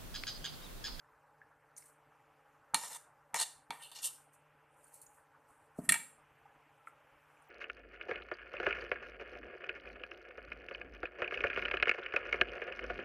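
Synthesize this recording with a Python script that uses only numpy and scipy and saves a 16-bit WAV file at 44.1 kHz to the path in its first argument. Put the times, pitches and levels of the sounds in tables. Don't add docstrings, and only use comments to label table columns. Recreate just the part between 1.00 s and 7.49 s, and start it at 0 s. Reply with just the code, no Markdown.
import sys
import numpy as np
from scipy import signal
from scipy.fft import rfft, irfft, next_fast_len
from scipy.io import wavfile
from scipy.ndimage import uniform_filter1d, map_coordinates

SR = 44100
rng = np.random.default_rng(int(sys.argv[2]) if len(sys.argv) > 2 else 0)


def wav_record(signal):
    frames = np.transpose(np.atleast_2d(signal))
    bounded = np.clip(frames, -1, 1)
    quanta = np.round(bounded * 32767).astype(np.int16)
    wavfile.write(sys.argv[1], SR, quanta)


N = 286209

# start_s, edge_force_db, then over that force neck_db, bowl_db, rim_db, plate_db;
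# free_ring_db, contact_ms
BLOWS = [(1.7438, 3, 1.5, 8.5, 14.8, 13, -59, 0.55), (2.3431, -6.5, 1.5, 1, 17.7, 14.5, -69, .27),
         (2.705, -19, 5, 22, 28.4, 23, -75, .77), (4.8898, 14, -6, -0.5, 11, -11.5, -32, 2.4),
         (4.9206, 9, -8, -5, 9.7, -6.5, -45, 1.3), (4.9393, 1.5, -2, 0, 15.4, -5, -40, 1.8),
         (4.953, -15.5, -8, 5, 25, 13, -77, 2.5)]
# pitch_hz, width_hz, level_db
PLATE = [(424, 53, -14.5), (610, 150, -9.5), (708, 76, -4), (936, 130, 4.5), (1066, 280, 0.5),
         (1253, 180, 1)]
# pitch_hz, width_hz, level_db
RIM = [(1267, 82, -11), (1842, 70, 1), (2317, 150, -5.5), (2777, 120, -7.5), (3435, 120, -11)]
# pitch_hz, width_hz, level_db
BOWL = [(2777, 95, -2), (3074, 170, -5), (3568, 72, 0), (3830, 180, -5.5), (4207, 110, 0.5),
        (4600, 130, -4)]
# pitch_hz, width_hz, level_db
EDGE = [(8150, 1100, 2), (9480, 400, 5.5), (10160, 110, 2), (10260, 360, 2), (11430, 600, -3.5),
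        (12100, 220, -5), (12910, 400, -5)]
# pitch_hz, width_hz, level_db
NECK = [(5300, 350, -3), (5850, 350, -3), (6540, 350, 0), (7100, 450, -1)]


def scraping():
    # (neck_db, upper_bowl_db, lower_bowl_db, plate_db)
    strokes = [ ([(1.757, -48), (1.8, -55), (1.833, -48), (1.86, -51), (1.887, -52)], (-1, -6, -13, -4.5)),
               ([(1.887, -55), (1.92, -49.5), (1.945, -50), (1.965, -48), (1.973, -56.5)],
               (-3.5, -9, -11.5, -5.5)), ([(2.35, -42.5), (2.38, -40.5)], (1.5, -10, -10, -6)),
               ([(2.38, -44.5), (2.395, -39), (2.415, -35), (2.433, -37.5), (2.447, -62)],
               (-3, -2.5, -7.5, -9.5)), ([(2.72, -61), (2.775, -65.5), (2.8, -63), (2.82, -60)],
               (-13.5, -9.5, -5.5, 2)), ([(2.82, -56), (2.83, -52), (2.855, -57.5), (2.862, -59),
               (2.872, -61.5), (2.895, -64), (2.91, -68)], (-12.5, -3.5, 0, -11)), ([(2.915, -49.5),
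               (2.92, -56.5), (2.935, -60), (2.945, -62.5)], (-9.5, 1.5, -4.5, -8.5)), ([(2.947, -61),
               (2.96, -55.5), (2.978, -59.5), (2.993, -58), (3.015, -66)], (4.5, 4, -0.5, -5)),
               ([(3.015, -60.5), (3.031, -41.5), (3.058, -34), (3.074, -40.5), (3.096, -57.5), (3.11, -66)],
               (-6.5, -9, -12, -19.5)), ([(4.81, -69.5), (4.835, -64), (4.853, -56), (4.88, -66.5)],
               (-16, -24, -19, -6.5)), ]
    firm_db, top_under_db, top_growth = -50.5, -8.5, 0.83
    rim_db = -3.5
    chatter_db, chatter_s = 14.5, 0.035
    wander_db, wander_hz = 0.5, 23
    slips = grit(rough_db=1.9, patchy_db=2.6)
    bodies = EDGE[:4], EDGE[4:], NECK, BOWL[2:], BOWL[:2], PLATE, RIM[1:3]
    drive = np.zeros((len(bodies), N))
    t = np.arange(N) / SR
    for pressure, (neck_db, upper_db, lower_db, plate_db) in strokes:
        db, = curves(pressure)
        top_db = firm_db + top_under_db + top_growth * (db - firm_db)
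        spoon = [db, top_db, db + neck_db, db + upper_db, db + lower_db]
        drive += amp(spoon + [db + plate_db, db + plate_db + rim_db])
    shake_db = sum(chatter_db * np.exp(-np.abs(t - s) / chatter_s) * (t > s) for s, *_ in BLOWS)
    drive[-2:] *= amp(shake_db)
    drive[1:] *= amp([wander_db * wobble(wander_hz) for _ in bodies[1:]])
    out = np.zeros(N)
    for force, body in zip(drive, bodies):
        out += through(force * slips, body) / np.std(through(slips, body))
    return out


def blows():
    # pitch_hz, level_db, t60_s
    steel = [(4190, -7, .13), (7448, -2, .36), (8900, -5, .07), (9838, 0, .1), (12110, -10, .06)]
    # pitch_hz, level_db, t60_s
    table_top = [(91, -2, 0.049), (167.4, 2.5, 0.075), (199.4, -5, 0.032), (276, -1.5, 0.067),
                 (323, -5, 0.05), (479.7, -2.5, 0.04), (640, -6, 0.065)]
    # start_s, plate_force_db, table_thump_db, contact_ms
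    touches = [(1.7368, 1, -42.5, .36), (2.335, -4, -51.5, 0.71), (2.7, -22, -50.5, 0.54),
               (4.783, -10, -32.5, 4.2), (4.883, -9.5, -38, 1.9), (4.905, -20, -40, 2.5)]
    bodies = EDGE, NECK, BOWL, RIM, PLATE
    drive = np.zeros((len(bodies), N))
    out = np.zeros(N + SR)
    t = np.arange(SR // 2) / SR
    ring_rise, thump_rise = 1 - np.exp(-t / 0.011), 1 - np.exp(-t / 0.0039)
    for s, db, *parts_db, ring_db, ms in BLOWS:
        start = round(s * SR)
        force_db = db + np.array([0, *parts_db])
        drive[:, start:][:, :SR // 20] += amp(force_db)[:, None] * contact(ms, count=len(bodies))
        out[start:][:len(t)] += amp(ring_db) * ring_rise * ringing(steel, t)
    for s, plate_db, thump_db, ms in touches:
        start = round(s * SR)
        drive[-1, start:][:SR // 20] += amp(plate_db) * contact(ms, count=1)[0]
        thump = thump_rise * ringing(table_top, t) * (1 + 0.5 * wobble(150)[:len(t)])
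        out[start:][:len(t)] += amp(thump_db) * thump
    return out[:N] + sum(through(force, body) for force, body in zip(drive, bodies))


def contact(ms, count):
    u = np.arange(SR // 20) / SR * 1000 / max(ms, 0.05)
    force = u * np.exp(1 - u) * rng.standard_normal((count, len(u)))
    force /= np.linalg.norm(force, axis=1, keepdims=True)
    force[:, round(ms * SR / 1000)] += 1.037 / np.sqrt(ms)
    return force


def ringing(modes, t):
    scatter_db = rng.normal(0, 1.5, len(modes))
    return sum(amp(db + more - 60 * t / t60) * np.sin(2 * np.pi * hz * t)
               for (hz, db, t60), more in zip(modes, scatter_db))


def through(x, modes):
    low, top = modes[0][0], modes[-1][0]

    def response(f):
        peaks = 0
        for k, (hz, width, db) in enumerate(modes):
            peaks = peaks + (-1) ** k * amp(db) * 1j * f * width / (hz * hz - f * f + 1j * f * width)
        return peaks / (1 + 1j * f / top) ** 2 * 1j * f / (low + 1j * f)

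    return filtered(x, response)


def ticks():
    # start_s, level_db, pitch_hz, t60_s
    tick_list = [(0.416, -39, 1726, 0.018), (0.7658, -37, 6500, 0.0046), (0.775, -42, 9100, 0.0075),
                 (0.7796, -45.5, 2040, 0.0094), (0.7806, -38, 9200, 0.014), (0.779, -40, 6030, 0.0087),
                 (0.8247, -46, 2130, 0.0081), (0.823, -48, 5300, 0.0051), (0.86, -45.5, 8600, 0.01),
                 (0.8844, -55, 7600, 0.0075), (3.8427, -45, 9060, 0.0066), (3.882, -44, 9500, 0.0034),
                 (3.942, -35.5, 10610, 0.0044), (4.0158, -42, 8760, 0.0085), (4.026, -41, 10100, 0.0052),
                 (4.0653, -45, 6940, .01), (5.455, -41, 817, 0.025), (5.8718, -32, 2054, 0.0065),
                 (5.873, -28.5, 1340, 0.015), (5.878, -62, 8850, 0.0072), (6.3717, -52.5, 2370, 0.019),
                 (6.4227, -55, 9400, 0.0064)]
    out = np.zeros(N + SR)
    t = np.arange(SR // 10) / SR
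    for s, db, hz, t60 in tick_list:
        rough = map_coordinates(rng.standard_normal(len(t)), [t * hz * 0.4])
        tone = np.sin(2 * np.pi * hz * t) * (0.75 + 0.18 * rough)
        onset = 1 - np.exp(-t * hz)
        out[round(s * SR):][:len(t)] += amp(db - 60 * t / t60) * tone * onset
    return out[:N]


def rustle():
    # loudest_s, level_db, rise_s, fall_s (rise and fall each over 20 dB)
    swells = [(0.772, -54.5, 0.011, 0.14), (0.86, -67, .005, .09), (3.338, -64.5, .012, 0.027),
              (3.35, -74, 0.098, 0.19), (3.87, -66.5, 0.23, 0.22), (3.942, -56, 0.016, 0.078),
              (4.018, -55.5, 0.0049, .035), (4.17, -69, 0.33, 0.13), (4.49, -73, 0.048, .4),
              (4.66, -81, 0.22, 0.041), (4.793, -57.5, .03, 0.028), (5.79, -77, 0.24, 0.045),
              (5.874, -67.5, .03, 0.066), (6.32, -76.5, .045, 0.14), (6.424, -77, 0.022, 0.037)]
    # pitch_hz, relative_level_db
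    fizz_shape = [(2650, -43.5), (4500, -13), (4750, -23), (8840, -3.5), (10800, -9.5), (11300, -10),
                  (13700, -13.5), (14500, -9.5)]
    t = np.arange(N) / SR
    level = sum(amp(db - 20 * np.where(t < s, (s - t) / rise, (t - s) / fall))
                for s, db, rise, fall in swells)
    fizz = filtered(grit(rough_db=2.0, patchy_db=0.5), lambda hz: amp(along(fizz_shape, hz)))
    return level * unit(fizz)


def background():
    # pitch_hz, relative_level_db
    air_shape = [(12, -52), (20, -24.5), (27, -15), (87, -13), (151, -8), (174, -28), (302, -9),
                 (377, -21.5), (433, -11), (638, -15), (818, -7), (1590, -10.5), (3360, -35.5), (9370, -37),
                 (15000, -38)]
    # time_s, rush_db, upper_band_db
    air_level = [(0, -67, -86), (1.4, -66, -81), (3.5, -67.5, -79.5), (4.5, -66, -82.5), (5.7, -65.5, -85),
                 (6.49, -64.5, -76.5)]
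    # pitch_hz, width_hz, mean_level_db
    drones = [(572, 75, -78), (822, 54, -75.5), (957, 85, -87), (1330, 29, -85.5), (1750, 100, -91)]
    # pitch_hz, mean_peak_db
    hum_partials = [(148.3, -75), (296.6, -85.5), (445, -77), (593, -82), (890, -82)]
    low_db, high_db = curves(air_level)
    rush = filtered(grit(rough_db=-0.4, patchy_db=2.5), lambda hz: amp(along(air_shape, hz)))
    upper = filtered(rng.standard_normal(N), lambda hz: np.exp(-(np.log((hz + 1) / 2400) / 0.3) ** 2))
    out = amp(low_db + 0.6 * wobble(2.5)) * unit(rush)
    out += amp(high_db + 3.5 * wobble(1.6)) * unit(upper)
    for hz, width_hz, db in drones:
        narrow = filtered(rng.standard_normal(N), lambda f: np.exp(-((f - hz) / width_hz) ** 2))
        out += amp(db + 3.2 * wobble(3.8)) * unit(narrow)
    t = np.arange(N) / SR
    drift = 0.88 * wobble(3.6)
    for k, (hz, db) in enumerate(hum_partials, 1):
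        out += amp(db + 2.2 * wobble(2.1)) * np.sin(2 * np.pi * hz * t + k * drift)
    return out


def grit(rough_db, patchy_db):
    noise = rng.standard_normal(N + 512) * amp(rough_db * np.pad(wobble(400), (0, 512)))
    z = signal.stft(noise, nperseg=256)[2]
    field = uniform_filter1d(rng.standard_normal(z.shape), size=4, axis=0)
    field = uniform_filter1d(field, size=8, axis=1)
    return signal.istft(z * amp(patchy_db * unit(field)), nperseg=256)[1][:N]


def tail(t60s):
    hz, t, z = signal.stft(rng.standard_normal(SR // 2), SR, nperseg=256)
    answer = signal.istft(z * amp(-60 * t / along(t60s, hz)[:, None]), SR, nperseg=256)[1]
    return answer / np.linalg.norm(answer)


def echo(x, t60s, delay, count=1):
    step = N // count + 1
    out = np.zeros(N + SR + delay)
    for i in range(0, N, step):
        part = signal.fftconvolve(x[i:i + step], tail(t60s))
        out[i + delay:][:len(part)] += part
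    return out[:N]


def scattered(x):
    z = signal.stft(x, nperseg=128)[2]
    return signal.istft(z * np.exp(2j * np.pi * rng.random(z.shape)), nperseg=128)[1][:N]


def suppressed(x):
    gate_db, gate_hz = -101, 2893
    hz, _, z = signal.stft(x, SR, nperseg=512)
    power = uniform_filter1d(np.abs(z) ** 2, size=24, axis=0)
    power = np.abs(uniform_filter1d(power, size=3, axis=1)) + 1e-30
    gain = 1 / (1 + (amp(gate_db) ** 2 / power) ** 2 * (hz > gate_hz)[:, None])
    return signal.istft(z * gain, nperseg=512)[1][:N]


def amp(db):
    return 10 ** (np.asarray(db) / 20)


def unit(x):
    return x / np.sqrt(np.mean(x ** 2) + 1e-30)


def along(points, hz):
    f, v = np.transpose(points)
    return np.interp(np.log(hz + 1), np.log(f + 1), v)


def curves(rows):
    s, *columns = np.transpose(rows)
    return [np.interp(np.arange(N) / SR, s, column, -150, -150) for column in columns]


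def wobble(rate):
    return map_coordinates(rng.standard_normal(int(N * rate / SR) + 4), [np.arange(N) * rate / SR])


def filtered(x, response):
    m = next_fast_len(N + SR // 2)
    return irfft(rfft(x, m) * response(np.fft.rfftfreq(m, 1 / SR)), m)[..., :N]


def scene():
    # pitch_hz, t60_s
    room = [(150, 0.57), (1000, 0.37), (4000, 0.34), (12000, 0.4)]
    # pitch_hz, gain_db
    side_level = [(3000, -64), (3650, -62), (4000, -22), (5000, -11), (8000, -6), (14000, -6)]
    hits = blows() + ticks()
    table_echo = echo(hits, [(1000, 0.036)], SR // 1000)
    near = hits + amp(-3.0) * table_echo + scraping() + rustle()
    room_echo = echo(near, room, SR // 150, count=24)
    mid = suppressed(near + amp(-11) * room_echo) + background()
    apart = 0.91 * scattered(mid) + 0.5 * echo(mid, [(1000, 0.02)], 1)
    side = filtered(apart, lambda hz: amp(along(side_level, hz)))
    return np.array([mid + side, mid - side])


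def record(dry):
    # pitch_hz, gain_db
    microphone = [(20, -9), (45, -4.5), (14150, -1.5), (14350, -26), (15500, -19.5)]
    top_hz = 15600
    return filtered(dry, lambda hz: amp(along(microphone, hz)) * (hz < top_hz))


dry = scene()
out = record(dry)
wav_record(out)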